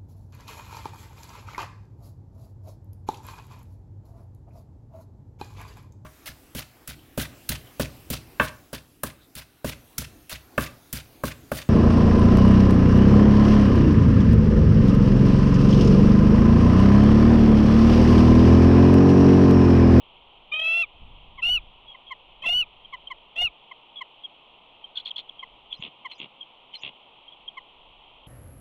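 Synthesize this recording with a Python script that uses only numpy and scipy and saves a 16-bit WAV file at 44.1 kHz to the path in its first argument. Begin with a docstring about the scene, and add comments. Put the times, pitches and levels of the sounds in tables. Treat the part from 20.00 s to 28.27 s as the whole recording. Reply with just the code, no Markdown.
"""A treetop nest in the open air: bald eagles heard through a small microphone, over faint hiss and low rumble.
One gives four loud screams that start hoarse and split to the octave below, climb, clear and drop; low yips fall among the calls.
Thin peeps are scattered from the second scream on; a raspy chitter with sharp chips, then three squeals that end in dry
rattles, follow the screams, with one dull thump. Voices are summed harmonics, gliding sines, ringing pulses and shaped noise;
hiss and rumble are coloured noise."""
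import sys
import numpy as np
from scipy.fft import rfft, irfft, next_fast_len
from scipy.io import wavfile
from scipy.ndimage import uniform_filter1d, minimum_filter1d, map_coordinates

SR = 44100
rng = np.random.default_rng(int(sys.argv[2]) if len(sys.argv) > 2 else 0)


def unload_audio(sound):
    """Save the sound as a 16-bit wav file, at the path given as the first command line argument."""
    columns = np.transpose(np.atleast_2d(sound))
    # keep every value between -1 and 1, then stretch to whole-number steps
    steps = np.round(np.clip(columns, -1, 1) * 32767)
    wavfile.write(sys.argv[1], SR, steps.astype(np.int16))


N = 364707
TOP_HZ = 15650  # upper limit of the output

# Low rumble: wind, with low thumps where the screams overload the microphone.
# Each row: time in seconds, level in dB.
RUMBLE_S_DB = [(.92, -62), (1.02, -45), (1.4, -50.5), (1.53, -40), (1.63, -49), (2, -69), (2.42, -57),
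               (2.56, -43), (2.7, -57.5), (3.36, -65), (3.45, -42), (3.54, -75), (5.3, -69.5), (5.55, -61),
               (5.9, -77.5), (7.1, -74.5), (7.8, -63)]
# Spectra of hiss and rumble. Each row: frequency in Hz, gain in dB.
HISS_HZ_DB = [(30, -36.5), (120, -18.5), (300, -16.5), (600, -12), (950, -7), (1250, -17), (1650, -34),
              (2100, -22), (2600, -11), (3200, -6.5), (3700, -20), (4300, -36), (4900, -51.5),
              (15000, -62.5)]
RUMBLE_HZ_DB = [(32, -3.5), (75, -15.5), (200, -24.5), (2000, -79.5)]

# Dull thump: middle in seconds, level in dB, length in seconds.
THUMP_S_DB_S = (5.8, -43, 0.015)

# Cackles, each a squeal that breaks into a rattle. Each row: first pulse in seconds, pulse spacing in seconds,
# level of each ring resonance in dB, its fade over the rattle in dB, squeal base level in dB, rasp level in dB.
CACKLES = [(5.8237, .0129, -21, 13, -48, -43), (6.2005, 0.0141, -25, 11, -44, -45),
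           (6.8342, .0142, -21.5, 7, -38.5, -42)]
# Spectra of a cackle's wheeze and a rattle's knock. Each row: frequency in Hz, gain in dB.
CACKLE_HZ_DB = [(100, -30.5), (1000, -15.5), (1650, -26), (2200, -2.5), (2700, 2), (3400, 2.5),
                (4000, -14.5), (4700, -29), (7000, -45), (12000, -71)]
KNOCK_HZ_DB = [(50, -20), (160, 12), (400, 4), (1050, 3.5), (5000, -74.5)]
# Steps of a squeal. Each row: pitch in Hz, gain on the squeal base level in dB,
# middle before the rattle in seconds, length in seconds, pitch scatter as a share.
REGISTERS = [(3100, 3.5, .088, 0.032, 0.033), (4144, 0.5, 0.072, 0.035, 0.0055),
             (5040, -21.5, 0.043, 0.041, .016), (5900, -27.5, 0.033, 0.06, 0.03),
             (6780, -20.5, 0.013, 0.027, 0.04)]
# Wheeze at the start of a squeal: middle before the rattle in seconds, length in seconds, level in dB.
SQUEAL_RASP = (.083, .045, -45.5)
RATTLE_RASP_S, RATTLE_RASP_LAG_S = 0.095, 0.023  # length; middle after the first pulse
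KNOCK_DB, KNOCK_FADE_DB = -44.5, 2  # alike in all rattles; fade over the pulses

# Sharp chips of the chitter. Each row: middle in seconds, level in dB, length in seconds.
CHIPS = [(4.964, -34, .018), (4.978, -21.5, 0.018), (5.004, -37, .014), (5.059, -24.5, .007),
         (5.079, -32, .012), (5.089, -34, .007), (5.112, -24, .011), (5.162, -28, .005),
         (5.1665, -22.5, .005), (5.184, -26, .007), (5.1895, -29, 0.005), (5.1993, -31, .004),
         (5.205, -37, .008), (5.295, -30, 0.0084), (5.729, -27.5, .01), (5.743, -32, .008)]
# Wheezy rasps under the chitter. Each row: middle in seconds, length in seconds, level in dB.
RASPS = [(4.986, 0.07, -41.5), (5.075, .056, -39), (5.19, .058, -40.5)]
# Spectrum of the chitter's wheeze. Each row: frequency in Hz, gain in dB.
RASP_HZ_DB = [(100, -32), (1100, -20), (1650, -31), (2400, -14), (3000, -6), (3400, 0), (3800, -10),
              (4250, -10), (4800, -35), (6000, -47), (9000, -56), (14000, -72)]
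CHIP_HZ = 3320
WHEEZE_HZ, WHEEZE_DB = 4150, -6  # higher whistle inside each rasp, relative to the rasp

# Thin peeps. Each row: middle in seconds, pitch in Hz, level in dB before a common lift, length in seconds.
PEEPS = [(1.902, 3284, -44.5, .08), (2.087, 3250, -44.5, 0.045), (2.854, 3190, -38, 0.014),
         (3.079, 3120, -34.5, 0.017), (3.979, 3337, -37, 0.05), (4.251, 3263, -32.5, 0.03),
         (4.849, 3170, -37, 0.02), (4.98, 1500, -63, .08), (5.4, 3216, -40.5, 0.032),
         (5.723, 3385, -40, 0.042), (6.42, 3237, -36.5, .034), (7.287, 3210, -42, 0.016),
         (7.335, 3290, -45.5, 0.031), (7.486, 3235, -32.5, 0.019)]
PEEP_LIFT_DB = 3.0

# Short falling yips. Each row: middle in seconds, level in dB, length in seconds.
YIPS = [(1.393, -42, 0.034), (1.952, -46.5, 0.018), (2.121, -36.5, 0.033), (2.447, -37.5, 0.023),
        (2.942, -37.5, 0.035), (3.117, -36.5, 0.03), (3.719, -41, 0.017), (4.019, -36, .024),
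        (5.435, -38.5, 0.019), (6.061, -37, 0.03), (7.581, -38.5, 0.025)]
# Harmonic levels of a yip. Each row: frequency in Hz, gain in dB.
YIP_HZ_DB = [(2100, 3), (3100, -1), (4200, -17), (5200, -31), (7300, -30.5), (15000, -68)]
YIP_HZ = 1039.2  # at the middle of the slide

# Screams. Each row: start, full voice, voice clears, top of the climb and end in seconds, first and top pitch in Hz,
# lead-in level in dB, full level in dB, steady octave below in dB, lead-in hoarseness 0-2, warble as a share of pitch.
SCREAMS = [(0.512, 0.649, 0.828, 0.8046, 0.8578, 1179, 1367, -31, -23, -15.5, 0.43, 0.0048),
           (1.417, 1.424, 1.5, 1.531, 1.595, 1275, 1490, -26, -21, -27, 0.7, .032),
           (2.417, 2.457, 2.54, 2.586, 2.646, 1215, 1495, -41, -21.5, -19, 1.9, .014),
           (3.354, 3.377, 3.44, 3.436, 3.492, 1286, 1448, -35, -23, -16.5, 1.1, .008)]
# Cracks, where a scream splits hard to the octave below. 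Each row: middle in seconds, strength in dB.
CRACKS = [(0.53, -27), (0.602, -4), (.622, -13), (0.646, -5.5), (1.469, -13), (1.492, -20), (2.424, -2),
          (2.447, 0), (2.467, -2.5), (2.489, -9), (2.527, -12.5), (3.362, -2.5), (3.38, -9.5),
          (3.421, -4.5)]
# Spectra of main tone, octave-below lines and rush of air. Each row: frequency in Hz, gain in dB.
SCREAM_HZ_DB = [(1150, -13), (1250, -12), (1400, -29), (1550, -33.5), (2300, 5.5), (3000, 1.5), (3700, -12),
                (4050, -27), (5900, -29), (7400, -43), (8700, -37.5), (11800, -35), (13500, -41),
                (15500, -68)]
SPLIT_HZ_DB = [(650, -7.5), (2100, -12), (3100, 13.5), (3550, -7), (4500, -27), (6100, -24.5), (7400, -29),
               (11500, -43), (15000, -65)]
AIR_HZ_DB = [(150, -4.5), (600, -1), (1100, -11.5), (1600, -35), (2200, -6), (3200, 2.5), (3800, -10),
             (4600, -25), (7000, -28), (14000, -35.5)]
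ATTACK_S, RELEASE_S, RELEASE_DB, CUT_S = 0.012, 0.013, 22, 0.005  # quick cut-off, faint tail
OPEN_S, CLEAR_S = 0.01, 0.0019  # widths of the steps to full voice and to a clear voice
CLIMB_SHAPE, DROP_SHARE, DROP_SHAPE = 0.56, 0.24, 2.09  # climbs ever slower, drops ever faster
SWELL_DB = 3.5  # growth of the full voice over the climb
SETTLE_S, STEADY_HOARSE = 0.037, 0.21  # hoarseness dies down to a trace after full voice
CRACK_S, CRACK_HOARSE, CRACK_DIP = 0.0065, 0.6, 0.44  # the dip takes strength from the main tone
CATCH_S, CATCH_DB, CATCH_DULL_DB = 0.027, 9, 5  # the voice catches this long before its end, then is duller
WARBLE_HZ, WARBLE_S = 48.3, 0.082  # rate; decay time


def amp(db):
    """Decibels to gain."""
    return 10 ** (np.asarray(db) / 20)


def unit(x):
    """Scale to rms 1."""
    return x / np.sqrt(np.mean(x ** 2) + 1e-20)


def along(points, hz):
    """Read (Hz, value) points on a log axis."""
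    f, v = np.transpose(points)
    return np.interp(np.log(hz + 1), np.log(f + 1), v)


def filtered(x, response):
    """Multiply the spectrum of x by a response of frequency."""
    m = next_fast_len(len(x) + 8192)
    gain = response(np.fft.rfftfreq(m, 1 / SR))
    return irfft(rfft(x, m) * gain, m)[:len(x)]


def noise(n, colour):
    """Noise of rms 1 with a (Hz, dB) colour."""
    return unit(filtered(rng.standard_normal(n), lambda hz: amp(along(colour, hz))))


def band(hz, centre_hz, width_hz):
    """Steep-sided band; a low-pass when centred on 0 Hz."""
    return 1 / (1 + ((hz - centre_hz) / width_hz) ** 4) ** 1.5


def wobble(n, rate_hz):
    """Smooth random curve through rate_hz knots a second."""
    knots = rng.standard_normal(int(n * rate_hz / SR) + 4)
    return map_coordinates(knots, [np.arange(n) * rate_hz / SR])


def turns(hz):
    """Phase in radians of a gliding tone."""
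    return 2 * np.pi * np.cumsum(hz) / SR


def swell(length_s):
    """Position -1..1 through a short note, and its rounded envelope."""
    u = np.linspace(-1, 1, max(int(length_s * SR), 64))
    return u, np.cos(u * np.pi / 2)


def ease(t, middle_s, width_s):
    """Smooth step from 0 to 1."""
    return 0.5 + 0.5 * np.tanh((t - middle_s) / width_s)


def add(out, start_s, x):
    """Mix x into out from start_s on."""
    i = max(round(start_s * SR), 0)
    out[i:i + len(x)] += x[:len(out) - i]


def whistle(hz, length_s, fall, scatter, flutter_db, overtone_db):
    """Nearly pure note that sags and flutters."""
    u, env = swell(length_s)
    phase = turns(hz * (1 - fall * u + scatter * wobble(len(u), 700)))
    flutter = unit(amp(flutter_db * wobble(len(u), 330)))
    overtone = amp(overtone_db) * env * np.sin(2 * phase)
    return env * flutter * (np.sin(phase) + overtone)


def rasp(length_s, colour, grain_db):
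    """Wheeze: noise of uneven strength, coloured by the throat."""
    u, env = swell(length_s)
    bursts = rng.standard_normal(len(u)) * amp(grain_db * wobble(len(u), 414.3))
    return env * unit(filtered(bursts, lambda hz: amp(along(colour, hz))))


def background(hiss_db=-54):
    """Steady hiss in the microphone's two resonances; low rumble of wind and of screams overloading it."""
    rumble_db = np.interp(np.arange(N) / SR, *np.transpose(RUMBLE_S_DB))
    rumble = amp(rumble_db + 0.62 * wobble(N, 13)) * noise(N, RUMBLE_HZ_DB)
    return amp(hiss_db) * noise(N, HISS_HZ_DB) + rumble


def thump(edge_hz=190):
    """Dull thump just before the first rattle: a short burst of low-passed noise."""
    out = np.zeros(N)
    middle_s, db, length_s = THUMP_S_DB_S
    u, env = swell(length_s)
    low = filtered(rng.standard_normal(len(u)), lambda hz: band(hz, 0, edge_hz))
    add(out, middle_s - length_s / 2, amp(db) * env * unit(low))
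    return out


def rattles(count=5, ring_t60_s=0.015, knock_t60_s=0.064, scatter_s=0.00026, edge_hz=4600):
    """Slow separate pulses of the voice ring two throat resonances over a low knock and a wheeze."""
    out, t = np.zeros(N), np.arange(SR // 20) / SR
    attack = 1 - np.exp(-(t / 0.0006) ** 2)
    for first_s, spacing_s, db, fade_db, _, rasp_db in CACKLES:
        for k in range(count):
            late = (k / (count - 1)) ** 2
            ring = sum(np.sin(2 * np.pi * hz * (1 + 0.023 * rng.normal()) * t) for hz in (2800, 3300))
            ring_gain = amp(db - fade_db * late - 60 * t / ring_t60_s)
            knock_gain = amp(KNOCK_DB - KNOCK_FADE_DB * late - 60 * t / knock_t60_s)
            pulse = attack * (ring_gain * ring + knock_gain * noise(len(t), KNOCK_HZ_DB))
            add(out, first_s + k * spacing_s + scatter_s * rng.normal(), pulse)
        wheeze = rasp(RATTLE_RASP_S, CACKLE_HZ_DB, grain_db=0)
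        add(out, first_s + RATTLE_RASP_LAG_S - RATTLE_RASP_S / 2, amp(rasp_db) * wheeze)
    return filtered(out, lambda hz: 1 / (1 + (hz / edge_hz) ** 10))


def squeals(fall=0.02, overtone_db=-35):
    """Before each rattle a squeal jumps up through the registers of the throat, sagging on each."""
    out = np.zeros(N)
    for first_s, _, _, _, db, _ in CACKLES:
        for hz, step_db, lead_s, length_s, scatter in REGISTERS:
            note = whistle(hz, length_s, fall, scatter, flutter_db=5.0, overtone_db=overtone_db)
            add(out, first_s - lead_s - length_s / 2, amp(db + step_db) * note)
        lead_s, length_s, rasp_db = SQUEAL_RASP
        wheeze = rasp(length_s, CACKLE_HZ_DB, grain_db=8.5)
        add(out, first_s - lead_s - length_s / 2, amp(rasp_db) * wheeze)
    return out


def chitter():
    """Sharp chips break out of a hoarse, whistling wheeze."""
    out = np.zeros(N)
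    for middle_s, db, length_s in CHIPS:
        chip = whistle(CHIP_HZ, length_s, fall=0.0062, scatter=0.03, flutter_db=4.5, overtone_db=-41)
        add(out, middle_s - length_s / 2, amp(db) * chip)
    for middle_s, length_s, db in RASPS:
        high = whistle(WHEEZE_HZ, length_s, fall=0.023, scatter=0.02, flutter_db=7.5, overtone_db=-32)
        wheeze = amp(WHEEZE_DB) * high + rasp(length_s, RASP_HZ_DB, grain_db=5.5)
        add(out, middle_s - length_s / 2, amp(db) * wheeze)
    return out


def peeps():
    """Thin soft whistles: nearly pure, slightly sagging tones."""
    out = np.zeros(N)
    for middle_s, hz, db, length_s in PEEPS:
        peep = whistle(hz, length_s, fall=0.021, scatter=0.007, flutter_db=4.0, overtone_db=-47.0)
        add(out, middle_s - length_s / 2, amp(db + PEEP_LIFT_DB) * peep)
    return out


def yips(fall=0.08, jitter=0.012):
    """Each yip slides down; its upper harmonics bloom only in the middle."""
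    out = np.zeros(N)
    for middle_s, db, length_s in YIPS:
        u, env = swell(length_s)
        pitch_hz = YIP_HZ * (1 - fall * u + jitter * wobble(len(u), 407))
        phase = turns(pitch_hz)
        bloom = env ** 3 * amp(2 * min(db + 35, 0))  # weaker in soft yips
        voice = np.zeros(len(u))
        for k in range(1, 15):
            gain = amp(along(YIP_HZ_DB, k * pitch_hz)) * (bloom if k > 3 else 1)
            voice += gain * np.sin(k * phase + rng.uniform(0, 2 * np.pi))
        add(out, middle_s - length_s / 2, amp(db) * env * voice)
    return out


def scream(row, full_db=-20.5, flicker_db=3.0, tremor=0.0095, slip_rad=0.43, air_db=-34,
           hoarse_air_db=9, shimmer_db=1.5, fray_rad=0.45, voice_lift_db=2.0):
    """The throat favours the second harmonic; period doubling puts lines halfway between harmonics."""
    (start_s, full_s, clears_s, top_s, end_s, first_hz, top_hz,
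     lead_db, loud_db, split_db, hoarse, warble) = row
    t = np.arange(start_s, end_s, 1 / SR)
    n, since_s = len(t), t - start_s

    climb = np.clip(since_s / (top_s - start_s), 0, 1)
    drop = np.clip((t - top_s) / (end_s - top_s), 0, 1)
    pitch_hz = first_hz + (top_hz - first_hz) * climb ** CLIMB_SHAPE
    pitch_hz = pitch_hz * (1 - DROP_SHARE * drop ** DROP_SHAPE)

    opened, cleared = ease(t, full_s, OPEN_S), ease(t, clears_s, CLEAR_S)
    caught = ease(t, end_s - CATCH_S, CLEAR_S)
    crack = sum(amp(strength_db) * np.exp(-((t - s) / CRACK_S) ** 2) for s, strength_db in CRACKS)

    db = lead_db + (loud_db - SWELL_DB * (1 - climb) - lead_db) * opened
    db = db - RELEASE_DB * ease(t, end_s - RELEASE_S, CUT_S)
    db = db - CATCH_DB * (np.sin(np.pi * caught) + caught / 2)

    lead_in = hoarse * np.exp(-np.maximum(t - full_s, 0) / SETTLE_S)
    ragged = np.minimum(STEADY_HOARSE + lead_in + CRACK_HOARSE * crack, 2)
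    # below full force the highest overtones fade, except in a crack
    weak_db = np.clip(full_db - db, 0, 20) * (1 - np.tanh(2 * crack)) + CATCH_DULL_DB * caught

    warbling = warble * np.exp(-since_s / WARBLE_S) * np.sin(2 * np.pi * WARBLE_HZ * since_s)
    phase = turns(pitch_hz * (1 + tremor * ragged * wobble(n, 400) - warbling))
    flicker = amp(flicker_db * (ragged + 1.0) * wobble(n, 130))
    split = np.tanh((amp(split_db) * (1 - cleared) + crack) * flicker)
    # the doubled period slips against the main one, smearing its lines
    slip = slip_rad * ragged * wobble(n, 400)

    voice = np.zeros(n)
    for k in range(1, 23):  # half-harmonics: odd k are the octave-below lines
        hz, high = pitch_hz * k / 2, k > 6
        if k % 2:
            gain = split * amp(along(SPLIT_HZ_DB, hz))
        else:
            gain = (1 - CRACK_DIP * split) * amp(along(SCREAM_HZ_DB, hz))
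        gain = gain * amp(-weak_db * high * (hz / TOP_HZ + 1.0))
        # each high overtone frays on its own
        fray = high * fray_rad * hz / TOP_HZ * wobble(n, 900)
        voice += gain * np.sin(k / 2 * phase + k % 2 * slip + fray + rng.uniform(0, 2 * np.pi))

    air = amp(air_db + hoarse_air_db * ragged) * noise(n, AIR_HZ_DB)
    edges = np.minimum(since_s / ATTACK_S, 1) ** 2 * np.minimum((end_s - t) / CUT_S, 1)
    level = amp(db + shimmer_db * ragged * wobble(n, 150))
    return edges * level * (amp(voice_lift_db) * voice + air)


def screams():
    """The screams, each at its moment."""
    out = np.zeros(N)
    for row in SCREAMS:
        add(out, row[0], scream(row))
    return out


def scene():
    """The birds, close and dry, in the open air."""
    birds = rattles() + squeals() + chitter() + peeps() + yips() + screams()
    return (background() + thump() + birds)[None]


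def record(dry, lean=0.006, grit=0.0034, crackle=0.002, thud_hz=280):
    """Fast limiter; peaks past the knee overload lopsidedly, with a low thump, and crackle when sudden."""
    ceiling, knee = 0.135, 0.05
    needed = ceiling / np.maximum(np.abs(dry[0]), ceiling)
    x = dry[0] * uniform_filter1d(minimum_filter1d(needed, size=90), size=60)
    # only upward peaks overload, so their mean pushes the signal off centre
    over = np.clip(x / knee - 1, 0, 1)
    sudden = over * np.clip(1 - 6 * uniform_filter1d(over, size=SR // 25), 0.2, 1)
    thud = filtered(over, lambda hz: band(hz, 0, thud_hz))
    x = x + lean * thud * (1 + 0.59 * wobble(N, 91) + 0.2 * wobble(N, 450))
    rough = sudden * (grit + crackle * rng.standard_normal(N))
    x = x + filtered(rough, lambda hz: band(hz, 9000, 4700))
    return filtered(x, lambda hz: hz < TOP_HZ)[None]


dry = scene()
out = record(dry)
unload_audio(out)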